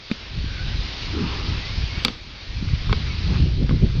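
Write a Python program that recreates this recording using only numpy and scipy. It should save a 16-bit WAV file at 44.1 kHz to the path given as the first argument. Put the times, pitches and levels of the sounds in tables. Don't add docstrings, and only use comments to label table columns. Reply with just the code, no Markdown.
import sys
import numpy as np
from scipy import signal
from scipy.fft import rfft, irfft, next_fast_len
from scipy.io import wavfile
from scipy.ndimage import uniform_filter1d, map_coordinates

SR = 44100
rng = np.random.default_rng(int(sys.argv[2]) if len(sys.argv) > 2 else 0)


def waveform_to_disk(signal):
    frames = np.transpose(np.atleast_2d(signal))
    scaled = np.clip(frames, -1, 1) * 32767
    samples = np.round(scaled).astype(np.int16)
    wavfile.write(sys.argv[1], SR, samples)


N = 4 * SR
TIME = np.arange(N) / SR


def amp(db):
    return 10 ** (np.asarray(db) / 20)

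def unit(x):
    return x / np.sqrt(np.mean(x ** 2) + 1e-20)

def along(points, hz):
    f, values = np.transpose(points)
    return np.interp(np.log(hz + 1), np.log(f + 1), values)

def curve(rows):
    return np.interp(TIME, *np.transpose(rows))

def wobble(rate):
    return map_coordinates(rng.standard_normal(int(N * rate / SR) + 4), [TIME * rate])

def filtered(x, response):
    size = next_fast_len(len(x) + SR // 4)
    return irfft(rfft(x, size) * response(np.fft.rfftfreq(size, 1 / SR)), size)[:len(x)]

def coloured(x, spectrum):
    return filtered(x, lambda hz: amp(along(spectrum, hz)))

def rush(spectrum, patchy_db):
    bins = signal.stft(rng.standard_normal(N), nperseg=512)[2]
    patches = uniform_filter1d(rng.standard_normal(bins.shape), size=5, axis=0)
    patches = unit(uniform_filter1d(patches, size=12, axis=1))
    noise = signal.istft(bins * amp(patchy_db * patches), nperseg=512)[1][:N]
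    return unit(coloured(noise, spectrum))

def evened(x, window_s=.06):
    power = uniform_filter1d(x ** 2, size=int(window_s * SR))
    power = uniform_filter1d(power, size=int(window_s * SR / 2))
    return unit(x / np.sqrt(np.abs(power) + 1e-12))

def add(track, start_s, x):
    part = track[max(0, round(start_s * SR)):][:len(x)]
    part += x[:len(part)]


# f/Hz, T60/s
PARK_DECAY = [(200, 0.071), (1500, 0.9), (6000, 0.54)]

def park_echo(x):
    hz, t, bins = signal.stft(rng.standard_normal(SR // 2), SR, nperseg=256)
    decay = amp(-60 * t / along(PARK_DECAY, hz)[:, None])
    tail = signal.istft(bins * decay, SR, nperseg=256)[1]
    return signal.fftconvolve(x, tail / np.linalg.norm(tail))[:N]


# t/s, relative level/dB
WIND_LEVEL = [(0, -53.5), (.29, -38), (.38, -25), (.46, -25.5), (.56, -31), (.62, -27.5), (.82, -26),
              (.96, -38), (1.08, -27), (1.42, -28), (1.54, -23), (1.64, -33.5), (1.8, -24.5), (1.91, -30.5),
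              (1.99, -31.5), (2.06, -33), (2.18, -40), (2.45, -41.5), (2.51, -28), (2.73, -23.5),
              (2.82, -28.5), (2.91, -18), (2.98, -24.5), (3.18, -25), (3.29, -18.5), (3.44, -15.5),
              (3.56, -21.5), (3.595, -15.5), (3.645, -16), (3.68, -24), (3.73, -13), (3.79, -23),
              (3.83, -12.5), (3.92, -24.5), (4, -16.5)]
# f/Hz, relative level/dB
BUFFET_SPECTRUM = [(10, -16.5), (30, 2), (65, 4), (100, -1.5), (190, -18), (300, -26.5), (500, -47.5),
                   (1000, -52.5), (4000, -102.5)]
FLUTTER_SPECTRUM = [(30, -20), (80, 3.5), (140, 4), (250, -10), (400, -17.5), (600, -31), (1000, -48),
                    (4000, -80.5)]

def wind(knee_db=-24.5, squash=.3, gale_db=-16.5, flutter_growth=1.87):
    level_db = curve(WIND_LEVEL)
    buffet_db = level_db - squash * np.maximum(level_db - knee_db, 0)
    flutter_db = gale_db - 2 + flutter_growth * (level_db - gale_db)
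    buffet = evened(amp(1.9 * wobble(28)) * rush(BUFFET_SPECTRUM, patchy_db=1))
    flutter = evened(amp(2.6 * wobble(45)) * rush(FLUTTER_SPECTRUM, patchy_db=2.5))
    return amp(buffet_db) * buffet + amp(flutter_db) * flutter


# t/s, f/Hz, peak level before the microphone's bass roll-off/dB
EDDY_PULSES = [(.377, 120, -22), (0.444, 140, -20.5), (0.611, 64, -17), (0.684, 90, -23),
               (0.747, 83.5, -20), (.792, 64, -16), (1.526, 100, -22), (1.786, 80, -17.5), (1.839, 66, -14),
               (1.98, 74, -15), (2.627, 130, -15.5), (2.737, 80, -9.5), (2.899, 70, -12.5),
               (2.916, 69.6, -11)]

def eddy_thumps(rolloff_hz=30):
    pressure = np.zeros(N)
    for centre_s, hz, db in EDDY_PULSES:
        phase = 2 * np.pi * hz * (TIME - centre_s)
        pressure += amp(db) * phase * np.exp((1 - phase ** 2) / 2)
    return filtered(pressure, lambda hz: 1j * hz / (rolloff_hz + 1j * hz))


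# t/s, duration/s, start f/Hz, end f/Hz, level/dB, frequency jitter/Hz
WHINE_GLIDES = [(0.421, 0.343, 1564, 1540, -42, 71), (1.601, .175, 1868, 2300, -41, 40),
                (1.891, 0.14, 2150, 2297, -38, 40), (2.439, 0.11, 1835, 1890, -48, 40),
                (3.06, .09, 2350, 2170, -40, 35)]

def whines(waver_db=3):
    out = np.zeros(N)
    for start_s, length_s, start_hz, end_hz, db, jitter_hz in WHINE_GLIDES:
        n = int(length_s * SR)
        hz = np.linspace(start_hz, end_hz, n) + jitter_hz * wobble(350)[:n]
        gain = amp(db + waver_db * wobble(90)[:n])
        arch = np.sqrt(np.abs(np.sin(np.linspace(0, np.pi, n))))
        add(out, start_s, gain * arch * np.sin(2 * np.pi * np.cumsum(hz) / SR))
    return out


# t/s, relative level/dB
HISS_LEVEL = [ [(0.0, -44), (0.14, -39), (0.24, -40.5), (0.79, -35.5), (1.41, -34), (1.95, -35.5),
              (2.07, -35), (2.17, -43.5), (2.47, -41), (2.78, -37.5), (3.25, -36), (3.39, -36.5),
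              (3.53, -42), (4.0, -40.5)], ][0]
# f/Hz, relative level/dB
HISS_SPECTRUM = [(100, 2), (300, -2.5), (700, -8), (1200, -7), (1800, -5), (2400, -1.5), (3000, -2),
                 (3800, -0.5), (4700, -2), (5400, -8), (6200, -18), (6900, -28.5), (7500, -56), (9000, -83)]

def wheel_hiss(gain_db=1.5):
    grit_db = .38 * wobble(17) + .44 * wobble(300)
    return amp(curve(HISS_LEVEL) + gain_db + grit_db) * rush(HISS_SPECTRUM, patchy_db=1.35)


# t/s, relative level/dB
DRONE_LEVEL = [(0, -57.5), (.85, -50.5), (1.0, -49.5), (1.14, -42), (1.23, -35), (1.42, -37.5),
               (1.55, -41.5), (1.68, -57.5), (2.0, -44), (2.25, -57), (2.8, -68), (2.92, -46.5),
               (3.02, -54.5), (3.25, -44.5), (3.36, -36.5), (3.45, -60), (4, -58)]
# f/Hz, relative level/dB
DRONE_SPECTRUM = [(100, -6), (350, 6.5), (650, -14.5), (860, -3), (1010, -2.5), (1130, -4), (1280, -2.5),
                  (1750, -13), (2400, -13.5), (3500, -37), (7000, -59.5)]

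def ramp_drone(gain_db=.5, waver_db=1.2):
    level_db = curve(DRONE_LEVEL) + gain_db + waver_db * wobble(60)
    return amp(level_db) * evened(rush(DRONE_SPECTRUM, patchy_db=1.3))


# peak t/s, Gaussian width/s, centre f/Hz, half-bandwidth/Hz, level/dB
BOOM_SWELLS = [(1.178, 0.039, 337, 79, -28.5), (1.226, 0.038, 214, 53.8, -24)]

def ramp_booms():
    out = np.zeros(N)
    for peak_s, width_s, centre_hz, half_band_hz, db in BOOM_SWELLS:
        band = filtered(rng.standard_normal(N), lambda hz: 1 / (1 + ((hz - centre_hz) / half_band_hz) ** 4))
        swell = np.exp(-((TIME - peak_s) / width_s) ** 2 / 2)
        out += amp(db) * swell * evened(band)
    return out


def tilted(modes, db_per_octave, pivot_hz):
    return [(hz, db + db_per_octave * np.log2(hz / pivot_hz), t60) for hz, db, t60 in modes]

def ring(modes, t, detune, scatter_db):
    out = np.zeros(len(t))
    for hz, db, t60 in modes:
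        level_draw, pitch_draw, phase_draw = rng.standard_normal(3)
        envelope = amp(db + scatter_db * level_draw - 60 * t / t60)
        out += envelope * np.sin(2 * np.pi * hz * (1 + detune * pitch_draw) * t + .35 * phase_draw)
    return out

# t/s, relative levels/dB of skate, crack, edge and body,
# tilt/(dB per octave), ratio scaling the skate's pitch and decay rate
IMPACTS = [(.101, -31, -48.5, -27, -21.5, 2, 0.78), (.114, -11.5, -21.5, -20, -7, -7.5, 1),
           (2.0489, 12, -14.5, -9.5, -14, 11.5, 1.011), (2.0524, -8.5, -27, -17, -20, -2, 2.1),
           (2.057, -13.5, -30.5, -22, -15.5, 0, 1), (2.0703, -24, -44.5, -41.5, -27.5, 11, 1.2),
           (2.082, -2.5, -27, -11, -10.5, 3.5, .97), (2.102, -23.5, -44, -42, -19.5, 2.5, 0.85),
           (2.687, -23.5, -39.5, -28, -37.5, -3, 0.92), (2.895, -30, -40.5, -20.5, -33.5, -5.5, 1.2),
           (2.906, -28, -44.5, -16, -32, -10.5, 0.88), (2.9275, -3, -27.5, -7.5, -11.5, -1.5, .97),
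           (3.357, -24, -39, -23, -20, 0.5, 1), (3.693, -16, -32.5, -17.5, -10.5, -2.5, 0.91),
           (3.709, -34.5, -42.5, -19.5, -6.5, -6, .97)]
# f/Hz, relative level/dB, T60/s
SKATE_MODES = [(2194, -11.5, 0.014), (2370, -2.5, 0.016), (2660, -9.5, 0.017), (3498, -3.5, 0.012),
               (3746, -0.5, 0.011), (4214, -2.5, 0.0069), (4577, -6, 0.0089)]
EDGE_MODES = [(416, -6, 0.035), (850, -8.5, 0.013), (1086, 1, 0.016), (1260, 0.5, 0.02), (1444, -4.5, 0.02)]
BODY_MODES = [(225, 0.5, 0.031), (367, -17, 0.04), (490, -18.5, 0.043)]
# f/Hz, relative level/dB
CRACK_SPECTRUM = [(200, 1.5), (1200, -4.5), (4800, -11.5), (6000, -27), (7500, -30)]
ATTACK_S = .00059

def clacks(crack_t60_s=.018, thud_attack_s=.0015):
    out, t = np.zeros(N), np.arange(SR // 5) / SR
    attack = 1 - np.exp(-t / ATTACK_S)
    thud_attack = 1 - np.exp(-t / thud_attack_s)
    for start_s, skate_db, crack_db, edge_db, body_db, tilt, ratio in IMPACTS:
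        noise = unit(coloured(rng.standard_normal(len(t)), CRACK_SPECTRUM))
        crack = amp(crack_db - 60 * t / crack_t60_s) * noise
        skate_modes = tilted(SKATE_MODES, tilt, pivot_hz=4080)
        body_modes = tilted(BODY_MODES, tilt, pivot_hz=BODY_MODES[0][0])
        click = amp(skate_db - 8) * ring(skate_modes, ratio * t, detune=.006, scatter_db=1.5)
        knock = amp(edge_db - 6) * ring(EDGE_MODES, t, detune=.015, scatter_db=3.5)
        thud = amp(body_db - 1) * ring(body_modes, t, detune=.03, scatter_db=2.6)
        add(out, start_s, (crack + click + knock) * attack + thud * thud_attack)
    return out


# f/Hz, relative level/dB
CLIPPING_FIZZ_SPECTRUM = [(6000, -41.5), (9000, -13.5), (11500, 0), (13500, -1.5), (16000, -16.5)]

def clipping_fizz(threshold_db=0, gain_db=-12, t60_s=.005):
    out, t = np.zeros(N), np.arange(SR // 20) / SR
    envelope = amp(gain_db - 60 * t / t60_s) * (1 - np.exp(-t / ATTACK_S))
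    for start_s, skate_db, *_ in IMPACTS:
        if skate_db > threshold_db:
            add(out, start_s + ATTACK_S, envelope * rng.standard_normal(len(t)))
    return coloured(out, CLIPPING_FIZZ_SPECTRUM)


def scene(echo_db=-20.5, cutoff_hz=7800):
    hits = clacks()
    rolling = wheel_hiss() + ramp_drone() + ramp_booms()
    background = amp(echo_db) * park_echo(hits) + wind() + eddy_thumps() + whines()
    dull = filtered(background + rolling + hits, lambda hz: hz < cutoff_hz)
    return (dull + clipping_fizz())[None]

def record(dry, ceiling=.7, sharpness=30, band_limit_hz=16000):
    clipped = dry[0] / (2 + np.abs(dry[0] / ceiling) ** sharpness) ** (1 / sharpness)
    return filtered(clipped, lambda hz: hz < band_limit_hz)[None]


dry = scene()
out = record(dry)
waveform_to_disk(out)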